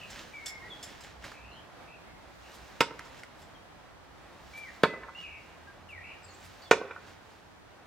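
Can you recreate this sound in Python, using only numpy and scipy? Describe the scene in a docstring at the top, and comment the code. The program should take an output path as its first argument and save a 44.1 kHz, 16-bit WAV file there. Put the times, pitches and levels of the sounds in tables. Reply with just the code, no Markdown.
"""Knife throwing in a leafy yard

Ahead of a close pair of microphones, three thrown knives bite into a hanging log round: fibres tear,
the wood thuds, the blade quivers, and a fence and farther walls throw each crack back. Close by, the
thrower steps over dry litter, his sleeves swish and the spare knives clink in his hand. Beyond, a
blackbird and a smaller bird sing in the trees over the hush of distant traffic and one droning engine."""
import sys
import numpy as np
from scipy import signal
from scipy.fft import rfft, irfft, next_fast_len
from scipy.io import wavfile

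SR = 44100
rng = np.random.default_rng(int(sys.argv[2]) if len(sys.argv) > 2 else 0)


def to_wav(sig):
    """Store sig (one row per channel, or 1-D mono) as 16-bit WAV at the path in sys.argv[1].

    Samples outside -1..1 are clipped; the rate is SR.
    """
    pcm = np.clip(np.atleast_2d(sig), -1, 1) * 32767
    pcm = np.round(pcm).astype(np.int16)
    wavfile.write(sys.argv[1], SR, pcm.T)  # frames by channels


N = 346626
T = np.arange(N) / SR
RING_T = T[:SR // 2]


def undb(db):
    """Decibels to gain."""
    return 10 ** (np.asarray(db) / 20)


def unit(x):
    """Scale to rms 1."""
    return x / np.sqrt(np.mean(x ** 2))


def over_bins(points):
    """Spread (frequency [Hz], value) points over the bins of a full-length spectrum."""
    return np.interp(np.fft.rfftfreq(N, 1 / SR), *np.transpose(points))


def colour(x, points):
    """Causal filter through (frequency [Hz], level [dB]) points; white noise keeps its power."""
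    size = next_fast_len(len(x) + 2048, True) // 2 * 2
    octave = np.log2(np.maximum(np.fft.rfftfreq(size, 1 / SR), 1))
    hz, db = np.transpose(points)
    gain = unit(undb(np.interp(octave, np.log2(hz), db)))
    cepstrum = irfft(np.log(gain))
    cepstrum[1:size // 2] *= 2  # fold to minimum phase
    cepstrum[size // 2 + 1:] = 0
    return irfft(rfft(x, size) * np.exp(rfft(cepstrum)))[:len(x)]


def band(x, low_hz, high_hz, order=2):
    """Band-pass between two edges."""
    return signal.sosfilt(signal.butter(order, [low_hz, high_hz], "band", fs=SR, output="sos"), x)


def fade(t60):
    """Exponential decay, 60 dB down after t60 seconds."""
    return np.exp(-np.log(1000) * RING_T / t60)


def swell(s, db, rise_s, decay_s):
    """Gain that grows to a peak at time s and dies away."""
    return undb(db) * np.exp(np.minimum((T - s) / rise_s, (s - T) / decay_s))


def ring(modes):
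    """Impulse response of (frequency [Hz], level [dB], t60 [s]) modes."""
    return sum(undb(db) * fade(t60) * np.sin(2 * np.pi * hz * RING_T) for hz, db, t60 in modes)


def burst(decay_s):
    """Dying noise of unit energy."""
    x = rng.standard_normal(len(RING_T)) * np.exp(-RING_T / decay_s)
    return x / np.linalg.norm(x)


def grains(spread_db):
    """Dense clicks of very uneven size, rms 1."""
    noise = rng.standard_normal(N)
    sizes = np.minimum(rng.exponential(size=N // 32 + 1), 5)
    return unit(noise * undb(spread_db * np.repeat(sizes, 32)[:N]))


def add(track, s, x):
    """Mix a sound into a track at time s."""
    i = max(int(s * SR), 0)
    track[i:i + len(x)] += x[:N - i]


def through(x, response):
    """Convolve, keeping the length."""
    return signal.fftconvolve(x, response)[:len(x)]


def stereo(mid, side, pan_db):
    """Mid and side to left and right; a positive pan leans left."""
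    return np.array([(mid + side) * undb(pan_db / 2), (mid - side) * undb(-pan_db / 2)])


# trunks, fence and leaves around the microphones: (low edge [Hz], high edge [Hz],
# relative early level [dB], early t60 [s], relative late level [dB], late t60 [s])
YARD_SCATTER = [(59.7, 750, -9, .12, -11.5, 0.54), (690, 2390, -4, 0.11, -15.5, 1),
                (3210, 6400, -4.5, 0.23, -18, 0.55), (6700, 10800, -1.5, 0.18, -24, 0.11)]
def scatter(early_db, late_db):
    """Quick reflections from nearby and a faint long tail, without the direct sound."""
    t = T[:SR]
    onset = 1 - np.exp(-(t / 0.00068) ** 2)
    out = np.zeros(SR)
    for low_hz, high_hz, near_db, near_t60, far_db, far_t60 in YARD_SCATTER:
        for db, t60 in ((near_db + early_db, near_t60), (far_db + late_db, far_t60)):
            shape = np.exp(-np.log(1000) * t / t60) * onset
            tail = rng.standard_normal(SR) * shape / np.linalg.norm(shape)
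            out += undb(db) * band(tail, low_hz, high_hz)
    return out


def yard(x, pan_db, early_db, late_db, width_hz):
    """Place a source before the close pair: reflections differ between the two mostly in the treble."""
    mid = x + through(x, scatter(early_db, late_db))
    highpass = signal.butter(1, width_hz, "high", fs=SR)
    side = through(x, signal.lfilter(*highpass, scatter(early_db, late_db)))
    return stereo(mid, side, pan_db)


# distant traffic and leaves, as they reach the yard: (frequency [Hz], relative level [dB])
HUSH_SPECTRUM = [(15, -37), (25, -15), (53, 0), (129, -4), (188, -5), (221, -7.5), (305, -6), (410, -8),
                 (722, -4), (1950, -12), (2120, -15.5), (2300, -15), (2560, -17.5), (3720, -21),
                 (15500, -45)]
# their width across the pair: (frequency [Hz], relative side level [dB])
HUSH_WIDTH = [(60, -6), (110, -3), (200, 1), (380, 1), (700, -4.5), (1290, -3.5), (2380, -0.5), (4400, 1.5),
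              (8120, 4.5), (15000, 6.5)]
def traffic_and_leaves(level_db=-53, recede_db_per_s=-0.3574, waver_db=1.17, rumble_db=2.5):
    """Far traffic, slowly receding, and foliage: the rumble swells and sinks, the hush hardly moves."""
    def hush():
        noise = colour(rng.standard_normal(N), HUSH_SPECTRUM)
        bass = signal.sosfilt(signal.butter(1, 150, fs=SR, output="sos"), noise)
        knots_s = np.linspace(0, T[-1], 70)
        sway, surge = (np.interp(T, knots_s, knots) for knots in rng.standard_normal((2, 70)))
        return bass * undb(rumble_db * surge) + (noise - bass) * undb(waver_db * sway)
    mid = hush()
    side = irfft(rfft(hush()) * undb(over_bins(HUSH_WIDTH) - 0.5), N)
    return undb(level_db + recede_db_per_s * T) * stereo(mid, side, pan_db=1.5)


# one engine far outside the yard: (time [s], frequency [Hz], level [dB])
ENGINE_COURSE = [(0, 58, -86), (1.35, 62, -58), (1.9, 62, -76), (2.6, 61, -57.5), (3.1, 63, -78),
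                 (5.1, 72, -68), (6.1, 89, -60), (7, 91, -64), (7.86, 91, -76)]
def far_engine(unsteady=0.53):
    """Only the engine's lowest note carries this far, fading in and out."""
    times, *columns = np.transpose(ENGINE_COURSE)
    hz, db = (np.interp(T, times, column) for column in columns)
    fading = 1 + unsteady * unit(band(rng.standard_normal(N), 2.03, 5.7))
    return undb(db) * unit(fading * np.sin(2 * np.pi * np.cumsum(hz) / SR))


# the blackbird's notes, off in the trees: (time [s], length [s], start pitch [Hz], middle pitch [Hz],
# end pitch [Hz], relative level [dB], trill depth [Hz])
BLACKBIRD_NOTES = [(0, 0.056, 2864, 2710, 2670, -47.5, 186), (0.334, 0.074, 2350, 2260, 2090, -47, 51),
                   (0.416, 0.16, 2200, 2175, 2120, -45, 7), (0.623, 0.053, 1870, 1920, 1970, -51, 8),
                   (.7, 0.037, 3550, 3360, 3320, -44.5, 43), (1.325, 0.29, 2454, 2650, 3330, -57.5, 154),
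                   (1.87, 0.098, 2500, 2550, 2620, -55.5, 156), (2.06, 0.062, 2150, 2140, 2140, -60, 56),
                   (2.433, 0.084, 2750, 2840, 2790, -62, 140), (4.533, .12, 2280, 2360, 2297, -48.5, 6),
                   (4.626, 0.081, 2340, 2066, 1645, -50, 13), (4.855, 0.11, 2020, 2013, 2000, -46.5, 13),
                   (5.149, 0.0836, 2735, 2874, 2775, -43.5, 14), (5.229, .06, 2546, 2490, 2430, -47, 18),
                   (5.244, 0.15, 2550, 2498, 2390, -50, 280), (5.668, 0.046, 1613, 1610, 1580, -57, 9.2),
                   (5.888, 0.1, 2900, 2243, 1850, -48.5, 26), (6.004, .14, 2007, 2555, 2547, -48.5, 264)]
# the smaller bird's chips, all one shape: (time [s], pitch [Hz], relative level [dB])
SMALL_BIRD_CHIPS = [(1.51, 4130, -64), (3.541, 3240, -62), (6.23, 7590, -61), (6.23, 4920, -63),
                    (6.28, 4390, -60), (6.306, 6650, -63.5), (6.33, 7620, -69), (6.399, 7440, -67),
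                    (6.619, 4470, -57), (6.65, 3430, -57)]
def birds(trill_hz=62, flutter=0.294, canopy_db=-7, canopy_t60=0.69):
    """Gliding, trilled whistles and falling chips waver through the leaves and linger in the trees."""
    out = np.zeros(N)
    chip_s, fall_hz_per_s, chip_depth_hz = 0.031, 6100, 40
    half_fall_hz = fall_hz_per_s * chip_s / 2
    chips = [(s, chip_s, hz + half_fall_hz, hz, hz - half_fall_hz, db, chip_depth_hz)
             for s, hz, db in SMALL_BIRD_CHIPS]
    for s, length_s, start_hz, middle_hz, end_hz, db, depth_hz in BLACKBIRD_NOTES + chips:
        progress = np.linspace(0, 1, int(length_s * SR))
        waver = 1 + flutter * unit(band(rng.standard_normal(SR), 13.2, 71.3))[-len(progress):]
        trill = depth_hz * np.sin(2 * np.pi * np.cumsum(trill_hz * waver) / SR)
        glide = np.polyval(np.polyfit([0, .5, 1], [start_hz, middle_hz, end_hz], 2), progress)
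        effort = np.abs(np.sin(np.pi * progress)) ** 0.21 * waver
        add(out, s, undb(db) * unit(effort * np.sin(2 * np.pi * np.cumsum(glide + trill) / SR)))
    near = yard(out, pan_db=2.5, early_db=4, late_db=12, width_hz=3400)
    canopy = np.array([through(out, burst(canopy_t60 / np.log(1000))) for _ in near])
    return undb(-3) * (near + undb(canopy_db) * canopy)


# sleeves close by, alike in every throw (wind-up, follow-through, turning back):
# (time after the hit [s], level [dB], rise [s], decay [s])
ARM_MOVES = [(-.27, -56, 0.18, 0.28), (-.08, -60, 0.083, .14), (.6, -63, 0.1, 0.18)]
# the next knife drawn from the hand: (time [s], level [dB])
KNIFE_DRAWS = [(3.405, -65), (5.907, -67)]
def sleeves_and_fingers(walk_db=-57, walk_db_per_s=-10, walk_end_s=1.07, stop_s=.15, standing_db=-75):
    """Fleece rubs on the walk to the mark and in each throw; a blade hisses over the fingers."""
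    walking = undb(walk_db + walk_db_per_s * T) * np.exp(-np.maximum(T - walk_end_s, 0) / stop_s)
    moves = [swell(s + after_s, db, rise_s, decay_s)
             for s, *_ in KNIFE_HITS for after_s, db, rise_s, decay_s in ARM_MOVES]
    rub = np.sqrt(undb(standing_db) ** 2 + walking ** 2 + sum(move ** 2 for move in moves))
    flight_s, release_db, half_slide_s = 0.251, -58.5, 0.019
    releases = [(s - flight_s, release_db) for s, *_ in KNIFE_HITS]
    slide = sum(undb(db) * np.exp(-((T - s) / half_slide_s) ** 2) for s, db in releases + KNIFE_DRAWS)
    return rub * fleece() + slide * unit(band(grains(1.5), 2300, 10000, order=1))


# fleece at close range: (frequency [Hz], relative level [dB])
FLEECE_SPECTRUM = [(300, -3), (1500, 8), (3000, 4), (5000, 1), (7000, -3), (10000, -14), (15000, -11.5)]
def fleece():
    """The steady, grainy rustle of cloth rubbing on cloth."""
    return colour(grains(1.8), FLEECE_SPECTRUM)


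# twigs underfoot, near the microphones: (time [s], level [dB], decay [s])
TWIG_SNAPS = [(1.241, -40, 0.012), (1.317, -39, 0.0039), (2.9931, -33, 0.0032), (3.145, -47, .003),
              (3.2344, -37, 0.0029)]
# the tone of a snap: (frequency [Hz], relative level [dB])
TWIG_SPECTRUM = [(200, -14), (900, -7), (1500, 5), (2100, 0.5), (3000, -16), (5000, -13), (9000, -24),
                 (15000, -32)]
def twigs():
    """Now and then a twig snaps under a sole with a short, dry crack."""
    snaps = np.zeros(N)
    for s, db, decay_s in TWIG_SNAPS:
        add(snaps, s, undb(db) * unit(rng.standard_normal(len(RING_T))) * np.exp(-RING_T / decay_s))
    return colour(snaps, TWIG_SPECTRUM)


# the thrower's steps, close by: (time [s], level [dB], rise [s], heel relative to crunch [dB])
FOOTSTEPS = [(.11, -52, 0.022, -15), (0.189, -48, 0.053, -5), (.46, -61, 0.075, -14), (.9, -52, 0.13, -2),
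             (1.06, -52, 0.065, -25), (1.25, -46, 0.016, -3), (3.06, -61.5, .13, -2)]
# dry litter on the yard floor: (frequency [Hz], relative level [dB])
LITTER_SPECTRUM = [(150, 1), (600, -7), (1800, 3.5), (3500, -1), (7000, -8.5), (10000, -25.5), (15000, -22)]
def feet(settle_s=0.065):
    """Each sole thuds softly and crushes dry leaves; one more step ends each throw."""
    after_hit_s, recover_db, recover_rise_s, recover_heel_db = 0.378, -56, 0.077, -4
    recoveries = [(s + after_hit_s, recover_db, recover_rise_s, recover_heel_db) for s, *_ in KNIFE_HITS]
    crush, heel = np.zeros((2, N))
    for s, db, rise_s, heel_db in FOOTSTEPS + recoveries:
        weight = swell(s, db, rise_s, settle_s)
        crush += weight
        heel += undb(heel_db) * weight
    crunch = crush * colour(grains(2.5), LITTER_SPECTRUM)
    return crunch + heel * unit(band(rng.standard_normal(N), 59, 780, order=1))


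# spare knives touching in the hand, close by: (time [s], relative level [dB])
KNIFE_TOUCHES = [(.102, -39), (.459, -27), (.479, -32), (.828, -32), (1.007, -43.5), (1.035, -45),
                 (3.05, -50), (3.189, -50), (3.418, -50)]
# a free knife, before the hand damps it: (frequency [Hz], level [dB], t60 [s])
FREE_KNIFE_MODES = [(1890, -9.5, 0.15), (3486, -0.5, 0.066), (4000, -19, .1), (5300, 1.5, 0.085),
                    (5780, -9, 0.08), (6336, -11, .08), (6940, -13, 0.033), (7460, -3.5, 0.18),
                    (7300, -18, 0.13), (9850, -12, 0.2), (10460, -20, 0.13), (12800, -13, .07),
                    (14500, -19, 0.055)]
def clinks(scrape_s=0.017, detune=.018, hand_t60=0.079):
    """Steel scrapes briefly on steel and the loose blades ring, damped by the hand."""
    out = np.zeros(N)
    for s, db in KNIFE_TOUCHES:
        contact = burst(scrape_s)
        modes = np.tile(FREE_KNIFE_MODES, (2, 1))  # two blades meet, not quite alike
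        modes[:, 0] *= 1 + detune * rng.standard_normal(len(modes))
        chime = through(contact, ring(modes) * fade(hand_t60))
        scrape = band(contact, 3200, 8000) + undb(-19) * band(contact, 8000, 16000)
        add(out, s, undb(db) * (undb(-10) * chime + undb(18.5) * scrape))
    return out


# the fence and walls, nearest first:
# (delay [s], level [dB], smear [s], band centre [Hz], reach above the centre [Hz])
WALL_ECHOES = [(.019, -17, 0.0022, 1240, 4000), (.1, -23, 0.004, 440, 1000), (0.123, -36, 0.024, 455, 70),
               (.196, -19.5, 0.0033, 1400, 900), (.249, -22, 0.00067, 1220, 400)]
def add_echoes(track, s, hit, far_echo_db, far_delay_s=.15):
    """Each wall returns the crack late, smeared and narrowed to a band."""
    for delay_s, db, smear_s, centre_hz, reach_hz in WALL_ECHOES:
        top_hz = centre_hz + reach_hz
        bounce = band(through(hit, burst(smear_s)), centre_hz ** 2 / top_hz, top_hz)
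        is_far = delay_s > far_delay_s
        add(track, s + delay_s, undb(db + far_echo_db * is_far) * bounce)


# the log's heavily damped body: (frequency [Hz], level [dB], t60 [s])
LOG_MODES = [(176, -13, 0.025), (402, -14, 0.085), (448, -8, 0.076), (517, 1.5, 0.016), (670, -14, 0.038)]
# the stuck blade and the wood around it: (frequency [Hz], level [dB], t60 [s])
STUCK_BLADE_MODES = [(928, -7, 0.083), (1065, -5.5, 0.048), (1175, -31, 0.068), (1340, -10.5, 0.055),
                     (1584, -37, 0.13), (1620, -47, 0.0088), (2227, -19, 0.077), (2155, -7, 0.012),
                     (2510, -13, 0.039), (2900, -26, 0.011), (3520, -6, 0.018), (3640, -18, 0.018),
                     (5460, -28, 0.011)]
# the stuck knife quivering on: (frequency [Hz], level [dB], t60 [s])
QUIVER_MODES = [(446, -1, 0.24), (1314, -15, 0.33), (2470, 0.5, 0.36), (2556, -7, 0.76), (2610, 0, 0.33)]
# tearing wood fibres, one spectrum a throw: (frequency [Hz], relative level [dB])
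SPLINTER_SPECTRA = [
    [(40, -18), (100, -12), (170, -2), (255, -10.5), (380, 6.5), (700, -6), (1050, 3), (1900, -2),
     (3000, -3.5), (4200, -11.5), (5300, -8.5), (6500, -23), (8200, -18), (10000, -32), (15000, -28)],
    [(40, -21), (100, -9), (190, -3), (260, -11.5), (400, 1.5), (750, -6), (1250, 4), (2100, -7.5),
     (3000, -11), (4400, -14.5), (6000, -37), (10000, -47), (15000, -42)],
    [(40, -42), (170, -31), (260, -26), (500, 2), (800, -6.5), (1300, 1), (2500, -4), (3300, -11.5),
     (4800, -17.5), (6400, -15.5), (8500, -29), (10000, -48), (15000, -36)],
]
# hits on the log, straight ahead; each part has its own gain: (time [s], level [dB], lag from tip to
# full blow [s], tip [dB], thud [dB], ring [dB], splinter [dB], quiver [dB], far echo [dB])
KNIFE_HITS = [(2.8051, -14, 0.00223, 12, -3, -2, 22, -49, -8),
              (4.8335, -10, 0.002, 3, 1.5, -3, 19.5, -35, -5),
              (6.711, -7, 0.001434, 12.5, 2.5, -12, 18.5, -35.5, -1.5)]
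def knife_hits(radiate_hz=290):
    """The tip ticks in, the blade wedges and kicks the log, fibres tear and the knife quivers."""
    out = np.zeros(N)
    bass_loss = signal.butter(2, radiate_hz, "high", fs=SR, output="sos")  # the round is small
    for throw, spectrum in zip(KNIFE_HITS, SPLINTER_SPECTRA):
        s, db, lag_s, tip_db, thud_db, ring_db, splinter_db, quiver_db, far_echo_db = throw
        tip = undb(tip_db + 4) * band(burst(0.00061), 2180, 3240, order=1)
        fibres = undb(splinter_db) * colour(burst(0.0062), spectrum)
        quiver = undb(quiver_db) * ring(QUIVER_MODES)
        thud = undb(thud_db) * ring(LOG_MODES)
        blade = undb(ring_db) * ring(STUCK_BLADE_MODES)
        # the face is driven away first, so the pressure starts with a dip
        body = signal.sosfilt(bass_loss, quiver - thud - blade)
        blow = np.pad(fibres + body, (int(lag_s * SR), 0))[:len(body)]
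        hit = undb(db) * (tip + blow)
        add(out, s, hit)
        add_echoes(out, s, hit, far_echo_db)
    return yard(out, pan_db=0, early_db=-4.5, late_db=-2.5, width_hz=4500)


def scene():
    """Target ahead, thrower close by, birds and traffic beyond and a little to the left."""
    movement = clinks() + twigs() + feet() + sleeves_and_fingers()
    thrower = yard(movement, pan_db=0, early_db=-7, late_db=3, width_hz=4600)
    return knife_hits() + thrower + birds() + traffic_and_leaves() + far_engine()


# mismatch of the microphone pair: (frequency [Hz], left minus right [dB])
PAIR_BALANCE = [(400, -3), (2000, -2.5), (4400, -2.5), (8000, -1.1), (13000, -2)]
def record(dry, lag_us=15, top_hz=15800):
    """Two slightly unlike microphones, the left a touch early; peaks are rounded and the top is cut."""
    lead = np.pi * np.fft.rfftfreq(N, 1 / SR) * lag_us / 10 ** 6
    mismatch = undb(over_bins(PAIR_BALANCE) / 2) * np.exp(1j * lead)
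    heard = irfft(rfft(dry) * np.array([mismatch, 1 / mismatch]), N)
    rounded = np.tanh(.9 * heard) / 0.89
    return signal.sosfilt(signal.ellip(8, .2, 70, top_hz, fs=SR, output="sos"), rounded)


dry = scene()
out = record(dry)
to_wav(out)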